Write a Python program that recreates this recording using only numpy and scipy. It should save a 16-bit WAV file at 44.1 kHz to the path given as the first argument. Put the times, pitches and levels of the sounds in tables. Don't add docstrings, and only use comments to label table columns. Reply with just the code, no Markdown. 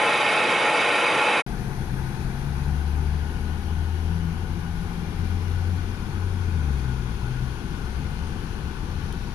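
import sys
import numpy as np
from scipy import signal
from scipy.fft import next_fast_len
from scipy.io import wavfile
from scipy.ndimage import uniform_filter1d

SR = 44100
rng = np.random.default_rng(int(sys.argv[2]) if len(sys.argv) > 2 else 0)


def inscribe(sig):
    pcm = np.round(np.clip(np.atleast_2d(sig).T, -1, 1) * 32767)
    wavfile.write(sys.argv[1], SR, pcm.astype(np.int16))


def convert_level_to_amplitude(level_db):
    exponent = np.asarray(level_db, float) / 20
    return 10 ** exponent


N = 411894
CABIN_S = 1.4635

# frequency in Hz, left minus right in dB.
ALLEY_PAN = [(60, 0.0), (130, 0), (290, 0.5), (640, 1), (1410, 2), (3100, -3.5), (6820, -2.5),
             (15000, -1.5)]


def read(points, hz):
    f, value = np.transpose(points)
    return np.interp(np.log(hz + 1), np.log(f + 1), value)


def evened(x):
    return x / np.sqrt(np.mean(np.abs(x) ** 2) + 1e-20)


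def drift(width_hz, count):
    z = rng.standard_normal(count) + 1j * rng.standard_normal(count)
    f = np.fft.fftfreq(count, 1 / SR)
    return evened(np.fft.ifft(z / (1 + (2 * f / width_hz) ** 2)))


def smoothed_chance(z, bins, frames):
    return evened(uniform_filter1d(uniform_filter1d(z, size=bins, axis=-2), size=frames, axis=-1))


def noise(layers, same, pan, lead, patchy_db, swell_db, ripple_db, count):
    frames, hz = count // 512 + 5, np.fft.rfftfreq(2048, 1 / SR)
    a, b, c, d, patches = rng.standard_normal((frames, 1025, 5)).T
    patches = smoothed_chance(patches, 20, 6)
    swell = evened(uniform_filter1d(rng.standard_normal(frames), size=8))
    ripple = rng.standard_normal((frames // 128 + 1, 1025, 2)).T
    ripple = np.repeat(ripple, 128, axis=2)[..., :frames]
    ripple = smoothed_chance(ripple, 4, 128)

    alike = np.clip(read(same, hz), 0, 1)[:, None]
    apart = np.sqrt(1 - alike ** 2)
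    left = a + 1j * b
    right = (alike * left + apart * (c + 1j * d)) * np.exp(-1j * read(lead, hz))[:, None]
    tilt = convert_level_to_amplitude(read(pan, hz))[:, None]
    power = 0
    for shape, db in layers:
        power = power + np.outer(evened(convert_level_to_amplitude(read(shape, hz))), convert_level_to_amplitude(db[:frames])) ** 2
    z = np.array([left * tilt, right]) / (1 + tilt) * np.sqrt(power)

    shared = alike * ripple[0] + apart * ripple
    shared *= np.clip(hz / 3000, 0.2, 1)[:, None]
    z *= convert_level_to_amplitude(patchy_db * patches + swell_db * swell + ripple_db * shared / np.sqrt(1 + alike))
    x = signal.istft(z, nperseg=2048, noverlap=1536)[1][:, :count]
    return x * np.sqrt(power.mean() / np.mean(x.mean(0) ** 2))


def panned(x, pan_db):
    left = convert_level_to_amplitude(pan_db)
    return np.array([left * x, x]) * 2 / (1 + left)


def pump_whine(count):
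    # frequency in Hz, waver width in Hz, level in dB rms.
    teeth = [(226, 8, -52), (377, 8, -47), (484.5, 12, -39), (576.5, 8, -40), (715, 10, -44),
             (850.6, 12, -33.5), (1308, 10, -47), (1546, 16, -46), (1832, 18, -38), (2046, 12, -48),
             (2153.5, 6, -38), (2278.5, 8, -36), (2400.5, 8, -40), (2525, 12, -36), (2618, 24, -36),
             (3004, 35, -41), (3122, 20, -49), (3386, 12, -57), (3585, 10, -54), (3710, 8, -50),
             (3925, 12, -50), (4773, 60, -50), (5543, 25, -60), (5922, 20, -66)]
    t, out = np.arange(count) / SR, np.zeros((2, count))
    for hz, width_hz, db in teeth:
        loose = np.clip(width_hz / 25, 0, 1)
        waver = np.sqrt(1 - loose ** 2) + loose * drift(2 * width_hz, count)
        ports = [waver + 0.17 * drift(4.8 + width_hz, count) for _ in range(2)]
        turn = np.exp(2j * np.pi * (hz * t + rng.random()))
        pan_db = read(ALLEY_PAN, hz) * np.array([[0.5], [-0.5]])
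        out += convert_level_to_amplitude(db + 3.0 + pan_db) * (ports * turn).real
    return out


def refuse_truck():
    # frequency in Hz, density in dB per Hz.
    block = [(18, -61), (30, -42), (85, -28), (135, -16.5), (270, -15.5), (319, -7), (391, -11.5),
             (479, -3.5), (782, -8.5), (850, 2), (941, -10.5), (1100, -5), (1190, -7), (1390, -3),
             (1700, -20), (2210, -40), (3740, -120)]
    # frequency in Hz, density in dB per Hz.
    pipes = [(880, -33), (1500, -2.5), (1650, -5), (1860, 1.5), (1950, -8.5), (2210, -1), (2550, 2.5),
             (2770, -8), (3080, -3), (3320, -14), (3830, -8), (4040, -15.5), (4300, -28.5), (5590, -58),
             (9460, -120)]
    # frequency in Hz, density in dB per Hz.
    valves = [(2470, -38), (4200, -18), (4490, -4), (4600, -12), (4770, 3), (4930, -6.5), (5170, -7),
              (5710, -5), (7730, -10.5), (10600, -5), (10900, -2), (14200, -42), (22000, -120)]
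    # frequency in Hz, likeness from 0 to 1.
    alley_same = [(60, 0.86), (130, 1), (290, 0.98), (640, 1), (1410, 0.88), (3100, 0.92), (6820, 0.73),
                  (15000, 1)]
    shaft_hz, edge_hz = 26.6, 11020
    fade_s, silent_s = 1.398, 1.422
    count = next_fast_len(round(1.5 * SR))
    t = np.arange(count) / SR
    block_db, pipes_db, valves_db = np.outer([-24.5, -25.5, -40.0], np.ones(count))

    ports = alley_same, ALLEY_PAN, [(1, 0)]
    roar = noise([(block, block_db), (pipes, pipes_db)], *ports, 0.47, 0.21, 4.25, count)
    turns = shaft_hz * t + 0.35
    knock = 1 + 0.12 * np.cos(2 * np.pi * turns) + 0.06 * np.cos(6 * np.pi * turns)
    clatter = noise([(valves, valves_db)], *ports, 1.4, 0.43, 1.8, count) * knock
    edge = signal.firwin(801, edge_hz, window=("kaiser", 10), fs=SR)
    sound = signal.oaconvolve(roar + clatter + pump_whine(count), edge[None], "same")
    fade = np.clip((silent_s - t) / (silent_s - fade_s), 0, 1)
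    return np.pad(sound * fade, ((0, 0), (0, N - count)))


def cabin_levels():
    queue_s, turn_s, turn_length_s = 1.54, 5, 0.36
    t = np.arange(N // 512 + 8) * 512 / SR
    since = np.maximum(t - CABIN_S, 0)
    queue = np.exp(-(since / queue_s) ** 2)
    turned = 0.5 + 0.5 * np.tanh((t - turn_s) / turn_length_s)
    rumble_db = -34 + 2.5 * queue + 0.94 * turned
    tyres_db = -45.5 - 2 * since - 2 * turned
    blow_db = -45 + 0.85 * queue + 1.32 * turned
    fizz_db = -61 + 3.5 * queue
    duct_db = -53 + 1.5 * turned
    return rumble_db, tyres_db, blow_db, fizz_db, duct_db


def cabin_air():
    # frequency in Hz, density in dB per Hz.
    rumble = [(10, -13), (45, -9), (58, -3), (100, -5), (170, -5), (220, -8.5), (278, -16.5), (369, -14.5),
              (457, -20.5), (607, -32.5), (800, -62.5)]
    # frequency in Hz, density in dB per Hz.
    tyres = [(300, -70), (560, -35), (700, 1), (780, 3.5), (900, 4.5), (1000, -26), (1300, -24),
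             (1700, -4.5), (2200, -12), (4000, -60), (10000, -58), (13000, -47), (15600, -54)]
    # frequency in Hz, density in dB per Hz.
    blow = [(250, -50), (500, -15), (611, -15), (769, -3.5), (900, -3), (1270, -7.5), (1470, -6.5),
            (1680, -7.5), (1880, -12.5), (2390, -11.5), (2930, -14), (6180, -20.5), (7670, -32.5),
            (11000, -43)]
    # frequency in Hz, density in dB per Hz.
    fizz = [(4000, -60), (7000, -25), (8600, -13), (10100, -5), (11500, -10), (12900, -15), (13800, -22),
            (14800, -27), (15700, -31)]
    # frequency in Hz, density in dB per Hz.
    duct = [(900, -70), (1320, -24), (1400, -4), (1465, 7), (1550, -9), (1630, -24), (2250, -35),
            (2400, -4), (2520, -35), (3500, -70)]
    # frequency in Hz, likeness from 0 to 1.
    cabin_same = [(60, 1), (250, 0.88), (450, 0.84), (610, 0.36), (780, 0.95), (1050, 0.4), (1400, 0.5),
                  (2000, 0.2), (6000, 0), (9000, 0.34)]
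    # frequency in Hz, left minus right in dB.
    cabin_pan = [(60, 8), (270, 8), (450, 9), (740, 6), (1300, 10), (1700, 7), (2700, 11), (3900, 7),
                 (4700, 9), (6000, 14), (7500, 12), (10000, 23), (12900, 12), (13200, 18)]
    # frequency in Hz, lead of the left in radians.
    cabin_lead = [(700, -0.33), (1000, -1), (1900, -2), (2500, -3.5)]
    layers = list(zip((rumble, tyres, blow, fizz, duct), cabin_levels()))
    return noise(layers, cabin_same, cabin_pan, cabin_lead, 0.6, 0.14, 1.9, N)


def idle_tones():
    # frequency in Hz, level in dB rms.
    idle = [(21.685, -40), (36.19, -48), (40.615, -39), (43.372, -43)]
    in_step_s = 8.12
    t = np.arange(N) / SR - in_step_s
    return sum(np.sqrt(2) * convert_level_to_amplitude(db) * np.cos(2 * np.pi * hz * t) for hz, db in idle)


def gaps(rows):
    edge_power = 5
    t = np.arange(0, N + 256, 256) / SR
    power = 0
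    for s, length_s, db, db_per_s in rows:
        opening = np.exp(-np.abs(2 * (t - s) / length_s) ** edge_power)
        power = power + convert_level_to_amplitude(db + db_per_s * (t - s)) ** 2 * opening
    return np.interp(np.arange(N) / SR, t, np.sqrt(power))


def hauler():
    # time in seconds, firing rate in Hz.
    engine_speed = [(1.46, 64.8), (2.15, 65.7), (2.6, 70.8), (3.0, 73.6), (3.3, 74.8), (3.45, 77.5),
                    (4.1, 81.7), (5.2, 86.2), (5.8, 88), (6.0, 89.7), (6.42, 90), (6.75, 67.5),
                    (7.07, 59.6), (7.3, 61.8), (9.34, 73.6)]
    # middle in seconds, length in seconds, level in dB, slope in dB per second.
    note_gaps = [(2.1, .55, -41, -3), (2.88, 0.73, -25.5, 4), (3.47, 0.25, -32, 8), (3.95, 0.62, -27, -3.5),
                 (4.6, 0.8, -34.5, -10), (5.5, 0.65, -26, 1.5), (6.0, .3, -37, 5), (6.45, 0.67, -26, 6.5),
                 (6.9, .3, -31, 2), (7.17, 0.2, -31.5, 1.5), (7.48, 0.17, -35, 1.5), (8.0, .65, -35.5, -3),
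                 (8.6, 0.2, -35, -5), (9.0, 0.51, -39, 6)]
    # middle in seconds, length in seconds, level in dB, slope in dB per second.
    octave_gaps = [(1.65, 0.28, -33.5, 9), (2.02, 0.24, -33.5, 5), (2.5, 0.58, -32.5, 3),
                   (3.05, 0.41, -34.5, -2), (3.6, 0.43, -39, -3), (4.2, 0.284, -31, 13),
                   (4.9, 0.65, -36.5, -1), (5.55, 0.36, -45, -6), (6.65, 0.37, -36, 10),
                   (6.98, 0.24, -29, -6), (7.37, 0.29, -30, -8), (8.0, 0.35, -40, 5), (9.1, 0.4, -40.5, 8)]
    hidden_db = -61
    hz = np.interp(np.arange(N) / SR, *np.transpose(engine_speed))
    turns = 2 * np.pi * np.cumsum(uniform_filter1d(hz, size=4000)) / SR
    flutter = 0.91 + 0.25 * drift(4.7, next_fast_len(N))[:N]
    note = (gaps(note_gaps) + convert_level_to_amplitude(hidden_db)) * np.sin(turns)
    octave = (gaps(octave_gaps) + convert_level_to_amplitude(hidden_db)) * (flutter * np.exp(2j * turns)).real
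    return np.sqrt(2) * (note + octave)


def van():
    # middle in seconds, length in seconds, level in dB, slope in dB per second.
    van_gaps = [
        (8.17, .42, -36, -1.5),
        (9.03, .38, -34.5, -3),
    ]
    start_hz, at_s, hz_per_s = 82.6, 8.6, 8.5
    hz = start_hz + hz_per_s * (np.arange(N) / SR - at_s)
    return np.sqrt(2) * gaps(van_gaps) * np.sin(2 * np.pi * np.cumsum(hz) / SR)


def ping():
    at_s, hz, db, t60_s = 8.2725, 8950, -50, 0.09
    t = np.maximum(np.arange(N) / SR - at_s, 0)
    return panned(convert_level_to_amplitude(db - 60 * t / t60_s) * np.sin(2 * np.pi * hz * t), 14)


def ticks():
    # time in seconds, peak in dB.
    snaps = [
        (9.036, -49),
        (9.1252, -31),
    ]
    # delay in seconds, level in dB.
    bounces = [
        (.0013, -3),
        (.0042, -12),
        (.0075, -16),
    ]
    out, t = np.zeros((2, N)), np.arange(400) / SR

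    def ring(hz, decay_s):
        return np.sin(2 * np.pi * hz * t) * np.exp(-t / decay_s)

    low = ring(3400, 0.0006) + 0.7 * ring(4200, 0.0005) + 0.5 * ring(5000, 0.0005)
    high = 0.8 * ring(10000, 0.0007) + 0.5 * ring(11300, 0.0005) + 0.2 * ring(13500, 0.0003)
    attack = 1 - np.exp(-t / 0.0004)
    click = attack * (panned(low, 8) + 0.8 * panned(high, 18))
    for s, db in snaps:
        for delay_s, bounce_db in [(0.00055, 0), *bounces]:
            start = round((s + delay_s) * SR)
            out[:, start:start + 400] += 2.1 * convert_level_to_amplitude(db + bounce_db) * click
    return out


def cabin():
    engines = panned(idle_tones() + hauler() + van(), 8.3)
    sound = cabin_air() + engines + ping() + ticks()
    return sound * np.clip((np.arange(N) / SR - CABIN_S) / 0.001, 0, 1)


def scene():
    return refuse_truck() + cabin()


def roll_off(x):
    return signal.sosfilt(signal.butter(12, 15700, fs=SR, output="sos"), x)


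def record(dry):
    top_hz = 15650
    top = signal.firwin(401, top_hz, window=("kaiser", 9), fs=SR)
    mix = signal.oaconvolve(dry, top[None], "same")
    return roll_off(mix)


dry = scene()
out = record(dry)
inscribe(out)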